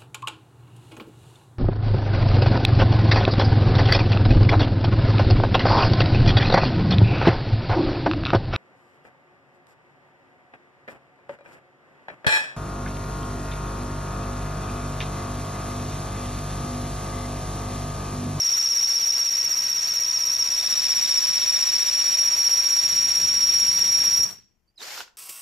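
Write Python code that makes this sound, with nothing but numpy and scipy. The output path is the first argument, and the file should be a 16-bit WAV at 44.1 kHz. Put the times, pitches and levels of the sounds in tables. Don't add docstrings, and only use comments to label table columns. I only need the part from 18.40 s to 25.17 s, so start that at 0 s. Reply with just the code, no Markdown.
import sys
import numpy as np
from scipy import signal
from scipy.fft import rfft, irfft, next_fast_len
from scipy.io import wavfile
from scipy.ndimage import uniform_filter1d

SR = 44100
rng = np.random.default_rng(int(sys.argv[2]) if len(sys.argv) > 2 else 0)


def invert_db(x):
    u = np.asarray(x, float) / 20
    return 10 ** u


def output_pcm(signal):
    pcm = np.clip(np.atleast_2d(signal).T, -1, 1) * 32767
    wavfile.write(sys.argv[1], SR, np.round(pcm).astype(np.int16))


N = 298557

# (t/s, turns made so far)
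CHUCK_TURNS = [(0, .04), (.3, 5.01), (1.05, 17.12), (1.8, 28.96), (2.25, 36.15), (2.7, 43.17), (3.3, 52.51),
               (3.9, 61.77), (5.7, 89.82), (6.2, 97.9)]
# (t/s, stage: 0 shallow, 1 half-deep, 2 deep)
HOLE_DEPTH = [
    (1.95, 0),
    (2.35, 1),
    (3.4, 1),
    (3.9, 2),
]
# (t/s, squeal wobble f/Hz, squeal level/dB)
CUT = [(0, 88, -22.5), (.75, 96, -22.5), (1.2, 95, -25), (1.7, 80, -24), (2.2, 60, -24), (2.55, 63, -22.5),
       (3.45, 54, -22.5), (3.85, 44, -20.5), (4.6, 30, -21), (4.8, 32, -21), (5.15, 32, -20),
       (5.9, 32, -19.5)]
# (t/s, depth of the throb, gear mesh level/dB)
BITE = [(.85, 1.5, -56), (.97, 2.3, -54.5), (3.0, 1.84, -53), (5.8, 0.82, -54.5)]
PITCH_IN_TURN = [(0, .65, .6, 1.45), (.2, .95, .85, .6), (.25, -.6, -.75, -.9), (.36, -.9, -.95, -.4),
                 (.52, -1.5, -1.25, -.5), (.61, -1.25, -.95, -1.0), (.65, -.05, -.2, -.3),
                 (.75, .2, -.2, -1.1), (.82, .35, .4, .8)]
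# (share of turn, width/turns, loss/dB when shallow, half-deep, deep)
GRIP_SLIPS = [(.27, 0.024, 2.5, 4.3, 2.9), (.46, 0.023, 8.5, .3, 0.28), (.62, 0.022, 0.5, 5.1, 2.7),
              (.73, 0.035, 8.5, 9, 8), (.92, 0.084, 1.5, 2, 3.5)]
OCTAVE_DB = [-25, -24.5, -23.5]
SQUEAL_LEAD_RAD = [.15, .9, .45]
SQUEAL_LEFT_DB = [.6, 1.1, 0]
# (f/Hz, t60/s, place/turns,
# throb/dB, level/dB when shallow, half-deep, deep)
RUNG_PARTS = [(2357, 0.0106, 0, 0, -56, -50, -50.5), (4630, 0.0092, 0.29, -4.5, -48, -59.5, -50),
              (3700, .018, .35, 4, -52, -45, -51), (3830, .018, .45, 4, -53, -45, -50),
              (6160, 0.01, 1, 1, -44.5, -51, -51), (7960, 0.013, 0.34, 12.5, -73, -57.5, -68.5),
              (6820, .035, .97, 7, -52, -52, -47), (11970, 0.023, 0, 8.5, -47, -57.5, -58.5),
              (12100, 0.01115, 0.99, 6.5, -52.5, -53, -47.5)]
# (multiple of mesh, level/dB)
ARMATURE_TONES = [(.638, -7), (1.25, -5), (1.873, -1.6), (2.235, -4.5), (2.51, -0.5), (2.64, -3.5)]
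# (f/Hz, level at resonance/dB, t60/s)
DISC_MODES = [(5540, -7, 0.15), (5600, -14, .06), (5688, -14, 0.07)]
# (f/Hz, t60/s, level/dB when shallow, half-deep, deep)
STAND_MODES = [(95.1, .35, -67.5, -63, -72), (143, .25, -70.5, -66, -76), (202.6, .9, -75, -74, -71.5)]
# (f/Hz, level per Hz/dB)
MOTOR_SPECTRUM = [(150, -35), (300, -8.5), (700, -4), (1700, -2.5), (2800, -19), (5200, -6), (7500, -10),
                  (10000, -6.5), (13500, -11.5), (15500, -7)]
# (f/Hz, level per Hz/dB)
CUTTING_SPECTRUM = [(300, -17.5), (700, -13.5), (1500, -4), (2500, 0), (4500, -3), (6000, 11),
                    (7500, -30.5), (10000, -21)]
# (f/Hz, level per Hz/dB)
BENCH_SPECTRUM = [(12, -44), (20, -40), (80, 2), (125, 1.5), (203, -0.5), (340, -9.5), (400, -6.5),
                  (520, -40.5), (880, -120)]
# (f/Hz, level per Hz/dB)
HUSH_SPECTRUM = [(15, -30), (25, -6.5), (509, -25), (2010, -33.5), (2560, -27), (3630, -48), (5730, -29),
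                 (7500, -47), (15500, -39.5)]
MOTOR_DB = [-51.5, -51, -50.5]
CUTTING_DB = [-38.5, -34.5, -35]
# (f/Hz, left-right likeness)
LIKENESS = [(100, .8), (300, .5), (600, .35), (1400, .3), (2800, .35), (6000, .4), (9000, .3), (15000, .35)]
# (f/Hz, left minus right/dB)
NOISE_LEFT_DB = [(300, 6.5), (1300, 1.5), (4400, 1), (8000, 0.5), (15000, -1)]
# (f/Hz, t60/s)
SHOP_T60 = [(200, .5), (2000, .4), (6000, .33), (12000, .16)]
# (start t/s, fall/dB per s)
RUN_DOWN = [
    (5.915, 320),
    (5.88, 165),
    (5.85, 110),
    (5.85, 260),
]
# (f/Hz, level/dB, t60/s)
FREED_MODES = [(5520, -4, .3), (5636, -8.5, 0.41), (5706, 0.5, .27), (5792, -4.5, .2), (6080, -16, 0.32),
               (6363, -18, .14), (6600, -20, .25)]
# (start t/s, length/s, from f/Hz, to f/Hz, level/dB)
TRIGGER_WHINES = [(6.277, .024, 4720, 4780, -71), (6.36, .014, 5080, 4950, -69),
                  (6.378, .027, 4000, 3650, -47), (6.406, .03, 3650, 4300, -47)]
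# (t/s, peak level/dB)
GEAR_CLACKS = [(6.417, -33), (6.577, -28), (6.582, -32), (6.605, -25), (6.612, -31), (6.678, -46)]
# (f/Hz, level/dB, t60/s)
CASE_MODES = [(700, -7, .03), (950, -3, .03), (1450, -3, .015), (2600, -4, .008), (3600, -6, .006),
              (5200, -8, .004), (8000, -12, .003)]
# (t/s, f/Hz)
BLIP_MESH = [(6.38, 280), (6.44, 500), (6.47, 740), (6.52, 850), (6.55, 850), (6.59, 420), (6.65, 300)]
# (level at full speed/dB, swell/dB per s, fall/dB per s)
BLIP_LAYERS = [
    (-55, 27.5, 432.5),
    (-40, 6, 260),
    (-77, -40, 120),
    (-57, 7, 598),
]

SQUEAL_HZ, SQUEAL_STOP_S, SQUEAL_T60_S = 5612, 5.843, .1
GRIP_DB = 1
BREAKOUT_S = 5.832
EASE_S, EASE_DB = 5.78, 8
BENCH_DB, LEAN_ON_S, LEAN_ON_DB = -59, 4.42, 9.5
THUMP_S, THUMP_DB, THUMP_WIDTH_S = 5.805, 6, .015
HUSH_DB, FREED_DB = -74, -28.5
MESH_PER_TURN, BRAKE_S, BRAKE_HZ_PER_S = 64.1, 5.85, 4800
LIFTED_S, SWITCH_ON_S = 6.2, 6.386
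BLIP_ON_S, BLIP_OFF_S, BLIP_BRAKE_S, BLIP_RISE_DB_PER_S = 6.418, 6.605, 6.55, 576.5
UNLOADED_MESH_DB = 4
WHINE_RISE_DB_PER_S, WHINE_FALL_DB_PER_S = 5000, 1500
TOP_HZ = 16350


def rms_one(x):
    return x / np.sqrt(np.mean(x ** 2) + 1e-20)


def in_time(rows, left=None, right=None):
    s, *columns = np.transpose(rows)
    return [np.interp(np.arange(N) / SR, s, c, left, right) for c in columns]


def at_hz(points, hz):
    points = np.array(points)
    return np.interp(np.log(hz), np.log(points[:, 0]), points[:, 1])


def by_stage(values):
    stage, = in_time(HOLE_DEPTH)
    return sum(np.maximum(1 - np.abs(stage - k), 0) * v for k, v in enumerate(values))


def after(s):
    return np.maximum(np.arange(N) / SR - s, 0)


def before(s):
    return np.maximum(s - np.arange(N) / SR, 0)


def drift(rate):
    r = np.exp(-32 * np.pi * rate / SR)
    slow = signal.lfilter([1], [1, -2 * r, r * r], rng.standard_normal(N // 16 + 3002))
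    slow = rms_one(slow[3000:])
    return np.interp(np.arange(N) / 16, np.arange(len(slow)), slow)


def ring(clicks, hz, t60):
    r, w = invert_db(-60 / (t60 * SR)), 2 * np.pi * hz / SR
    return signal.lfilter([0, np.sin(w)], [1, -2 * r * np.cos(w), r * r], clicks + 1e-18)


def tone(hz):
    return 2 * np.pi * np.cumsum(hz) / SR


def pan(left_db):
    return invert_db(np.array([[left_db / 2], [-left_db / 2]]))


def run_and_blip(layer, running_db):
    stop, down = RUN_DOWN[layer]
    full_db, swell, fall = BLIP_LAYERS[layer]
    rise_db = BLIP_RISE_DB_PER_S * (before(BLIP_ON_S) + 2 * before(SWITCH_ON_S))
    blip_db = full_db - rise_db + swell * after(BLIP_ON_S) - fall * after(BLIP_OFF_S)
    return np.maximum(running_db - down * after(stop), blip_db)


def squeal(turns, wobble_hz, level_db):
    share, *columns = np.transpose(PITCH_IN_TURN)
    place = turns + .006 * drift(8)
    columns = [np.interp(place, share, c, period=1) for c in columns]
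    offset = 1.05 * by_stage(columns) + .15 * drift(40)
    phase = tone(SQUEAL_HZ + wobble_hz * offset + 25 * drift(172))

    slips_db = 0
    for at, width, *loss in GRIP_SLIPS:
        distance = (place - at + .5) % 1 - .5
        slips_db = slips_db + by_stage(loss) * np.exp(-.5 * (distance / width) ** 2)
    throb_db = in_time(BITE)[0] * (GRIP_DB - slips_db * invert_db(1.5 * drift(25)))
    throb_db = throb_db - 1.2 * np.maximum(drift(130) - .4, 0) ** 2 + .5 * drift(30)
    free_db = -60 * after(SQUEAL_STOP_S) / SQUEAL_T60_S

    grit = 1 + .14 * drift(350)
    lead = by_stage(SQUEAL_LEAD_RAD) * [[-.5], [.5]]
    main = grit * invert_db(level_db + throb_db + free_db + 4.0) * np.sin(phase + lead)
    octave_db = level_db + by_stage(OCTAVE_DB) + 1.7 * throb_db + 2 * free_db + 1.9 * drift(86)
    wander = 0.76 * np.array([drift(45), drift(20)])
    octave = invert_db(octave_db + 2.0) * np.sin(2 * phase + np.array([[0], [2.6]]) + wander)
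    direct = main * invert_db(by_stage(SQUEAL_LEFT_DB) * [[.5], [-.5]]) + octave * pan(17.6)
    to_walls = main[0] + .3 * octave[0]
    return direct, to_walls


def disc(drive):
    out = 0
    for hz, db, t60 in DISC_MODES:
        unit_peak = 2 * np.log(1000) / (t60 * SR)
        out = out + invert_db(db) * unit_peak * ring(drive, hz, t60)
    return out


def chips(turns):
    out, cutting = np.zeros((2, N)), np.arange(N) < SQUEAL_STOP_S * SR
    ease_db = EASE_DB / 2 * (after(EASE_S) > 0)
    for hz, t60, place, throb_db, *stage_db in RUNG_PARTS:
        snaps = rng.random(N) < 550 / SR
        heights = invert_db(3.5 * np.minimum(rng.exponential(size=N), 3.2))
        snaps = snaps * heights * rng.choice([-1, 1], N)
        snaps[round(BREAKOUT_S * SR)] = invert_db(18 if hz > 6000 else 10)
        swell_db = throb_db * np.cos(2 * np.pi * (turns - place)) + 3.25 * drift(37.0)
        rung = rms_one(ring(snaps * invert_db(swell_db - ease_db) * cutting, hz, t60))
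        rung = invert_db(by_stage(stage_db)) * rung
        out += [np.roll(rung, 1), rung]
    return out


def gears(turns):
    speed = uniform_filter1d(np.gradient(turns) * SR, size=SR // 3, mode="nearest")
    running = MESH_PER_TURN * np.minimum(speed, 16.4) - BRAKE_HZ_PER_S * after(BRAKE_S)
    mesh_hz = np.where(after(LIFTED_S) > 0, in_time(BLIP_MESH)[0], np.maximum(running, 300))
    phase = tone(mesh_hz)
    level_db = run_and_blip(layer=3, running_db=in_time(BITE)[1])
    unloaded = after(SWITCH_ON_S) * before(BLIP_BRAKE_S) > 0
    mesh_db = level_db + UNLOADED_MESH_DB * unloaded + 1 + 0.7 * drift(9.9)
    out = invert_db(mesh_db) * np.sin(phase + 0.22 * drift(7.4))
    for k, db in ARMATURE_TONES:
        out = out + invert_db(level_db + db + 3 + 2.5 * drift(45)) * np.sin(k * phase + 1.0 * drift(22))
    return out


def stand(push_db):
    shake = rng.standard_normal(N) * (before(SQUEAL_STOP_S) > 0)
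    hum = 0
    for hz, t60, *db in STAND_MODES:
        hum = hum + invert_db(by_stage(db) + push_db) * rms_one(ring(shake, hz, t60))
    return hum * pan(12.66)


def rush(turns, motor_db, cutting_db, bench_db):
    edges = 22 * 2 ** np.arange(0, 9.7, .4)
    centres = np.sqrt(edges[1:] * edges[:-1])
    out, white, together = 0, rng.standard_normal((2, 2, N)), drift(42)
    tearing_db = cutting_db + 0.5 + 1.27 * np.cos(2 * np.pi * (turns - .05))
    sources = [(MOTOR_SPECTRUM, motor_db + 8.5), (CUTTING_SPECTRUM, tearing_db), (HUSH_SPECTRUM, HUSH_DB)]
    totals = []
    for spectrum, db in sources + [(BENCH_SPECTRUM, 0)]:
        totals.append(10 * np.log10(np.sum(invert_db(2 * at_hz(spectrum, centres)) * np.diff(edges))))
    for k, hz in enumerate(centres):
        sos = signal.butter(2, edges[k:k + 2], "band", fs=SR, output="sos")
        mid, side = signal.sosfilt(sos, white[k % 2]) * np.sqrt(SR / 2)
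        power = sum(invert_db(2 * (at_hz(s, hz) + db - total)) for (s, db), total in zip(sources, totals))
        air = np.sqrt(power) * invert_db(1.0 * together + 0.7 * drift(60))
        alike = np.clip(at_hz(LIKENESS, hz), -1, 1)
        stereo = np.sqrt(1 + alike) * mid + np.sqrt(1 - alike) * side * [[1], [-1]]
        out = out + air * stereo * pan(at_hz(NOISE_LEFT_DB, hz)) * 0.64
        sway_db = 2 * np.cos(2 * np.pi * (turns - .5)) + 1.3 * drift(15)
        shake = invert_db(at_hz(BENCH_SPECTRUM, hz) + bench_db - totals[-1] + sway_db)
        out = out + shake * np.array([invert_db(3.5) * side, invert_db(-31.0) * (side + mid)])
    return out


def shop(x):
    size = next_fast_len(N + SR)
    hz = np.maximum(np.fft.rfftfreq(size, 1 / SR), 1)
    fields, t60 = np.zeros((2, len(hz)), complex), at_hz(SHOP_T60, hz)
    for k, lag in enumerate(rng.uniform(.009, .04, size=20)):
        loop = invert_db(-60 * lag / t60) * np.exp(-2j * np.pi * hz * lag)
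        fields[k % 2] += loop / (1 - loop) * (-1) ** (k // 2)
    mid, side = irfft(fields * rfft(x, size), size)[:, :N]
    return mid + invert_db(-3.0) * side * [[1], [-1]]


def freed():
    feeding = (after(SQUEAL_STOP_S - .02) > 0) * (before(SQUEAL_STOP_S + .01) > 0)
    feed = rng.standard_normal((2, N)) * feeding
    feed = feed[0] + .4 * feed
    top = max(db for hz, db, t60 in FREED_MODES)
    out = 0
    for hz, db, t60 in FREED_MODES:
        out = out + invert_db(FREED_DB + db - top - 30.5) * ring(feed, hz, np.clip(t60, .1, .45))
    return out


def trigger(motor_db):
    glide, levels = [], []
    for s, length, start_hz, end_hz, db in TRIGGER_WHINES:
        glide += [(s, start_hz), (s + length, end_hz)]
        levels.append(db - WHINE_RISE_DB_PER_S * before(s) - WHINE_FALL_DB_PER_S * after(s + length))
    hz, = in_time(glide)
    phase = tone(hz + 110 * drift(160))
    whine_db = np.max(levels, axis=0) + 1.0 + 4.2 * drift(84)
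    whine = invert_db(whine_db) * (np.sin(phase) + invert_db(-20) * np.sin(2 * phase))

    at = [round(s * SR) for s, db in GEAR_CLACKS]
    knocks = np.zeros(N)
    for hz, mode_db, t60 in CASE_MODES:
        clicks = np.zeros(N)
        clicks[at] = invert_db(np.array(GEAR_CLACKS)[:, 1] + mode_db - 0.5 + rng.normal(0, 2.9, len(at)))
        contact = rng.standard_normal(60) * np.exp(-np.arange(60) / 25) * .4
        knocks += ring(np.convolve(clicks, contact)[:N], hz, t60)
    loose = (rng.random(N) < 900 / SR) * rng.standard_normal(N)
    loose = loose * invert_db(motor_db) * (after(LIFTED_S) > 0)
    for db, hz, t60 in [(2, 1687, .012), (-8, 4300, .014), (-3, 5760, .012)]:
        knocks += invert_db(db) * ring(loose, hz, t60)
    return whine + signal.sosfilt(signal.butter(2, 600, "high", fs=SR, output="sos"), knocks)


def scene():
    turns, = in_time(CHUCK_TURNS)
    wobble_hz, squeal_db = in_time(CUT)
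    motor_db = run_and_blip(layer=0, running_db=by_stage(MOTOR_DB) + 1.3 * drift(4))
    ease_db = EASE_DB * np.minimum(after(EASE_S) / .02, 1)
    cutting_db = run_and_blip(layer=1, running_db=by_stage(CUTTING_DB) + 0.3 * drift(3.3) - ease_db)
    push_db = LEAN_ON_DB * np.minimum(after(LEAN_ON_S) / 0.014, 1)
    from_thump_s = after(THUMP_S) + before(THUMP_S)
    thump_db = THUMP_DB * np.exp(-.5 * (from_thump_s / THUMP_WIDTH_S) ** 2)
    bench_db = run_and_blip(layer=2, running_db=BENCH_DB + push_db + thump_db)

    direct, to_walls = squeal(turns, wobble_hz, squeal_db)
    metal = chips(turns) + gears(turns) * pan(2.4) + trigger(motor_db) * pan(-4)
    noise = rush(turns, motor_db, cutting_db, bench_db)
    walls = shop(to_walls + metal[0])
    return direct + metal + noise + freed() + disc(direct) + stand(push_db) + invert_db(-23.5) * walls


def band_limit(x):
    return signal.sosfilt(signal.butter(12, 16060, fs=SR, output="sos"), x)


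def record(dry):
    mix = signal.sosfilt(signal.cheby2(12, 70, TOP_HZ, fs=SR, output="sos"), dry)
    return band_limit(mix)


dry = scene()
out = record(dry)
output_pcm(out)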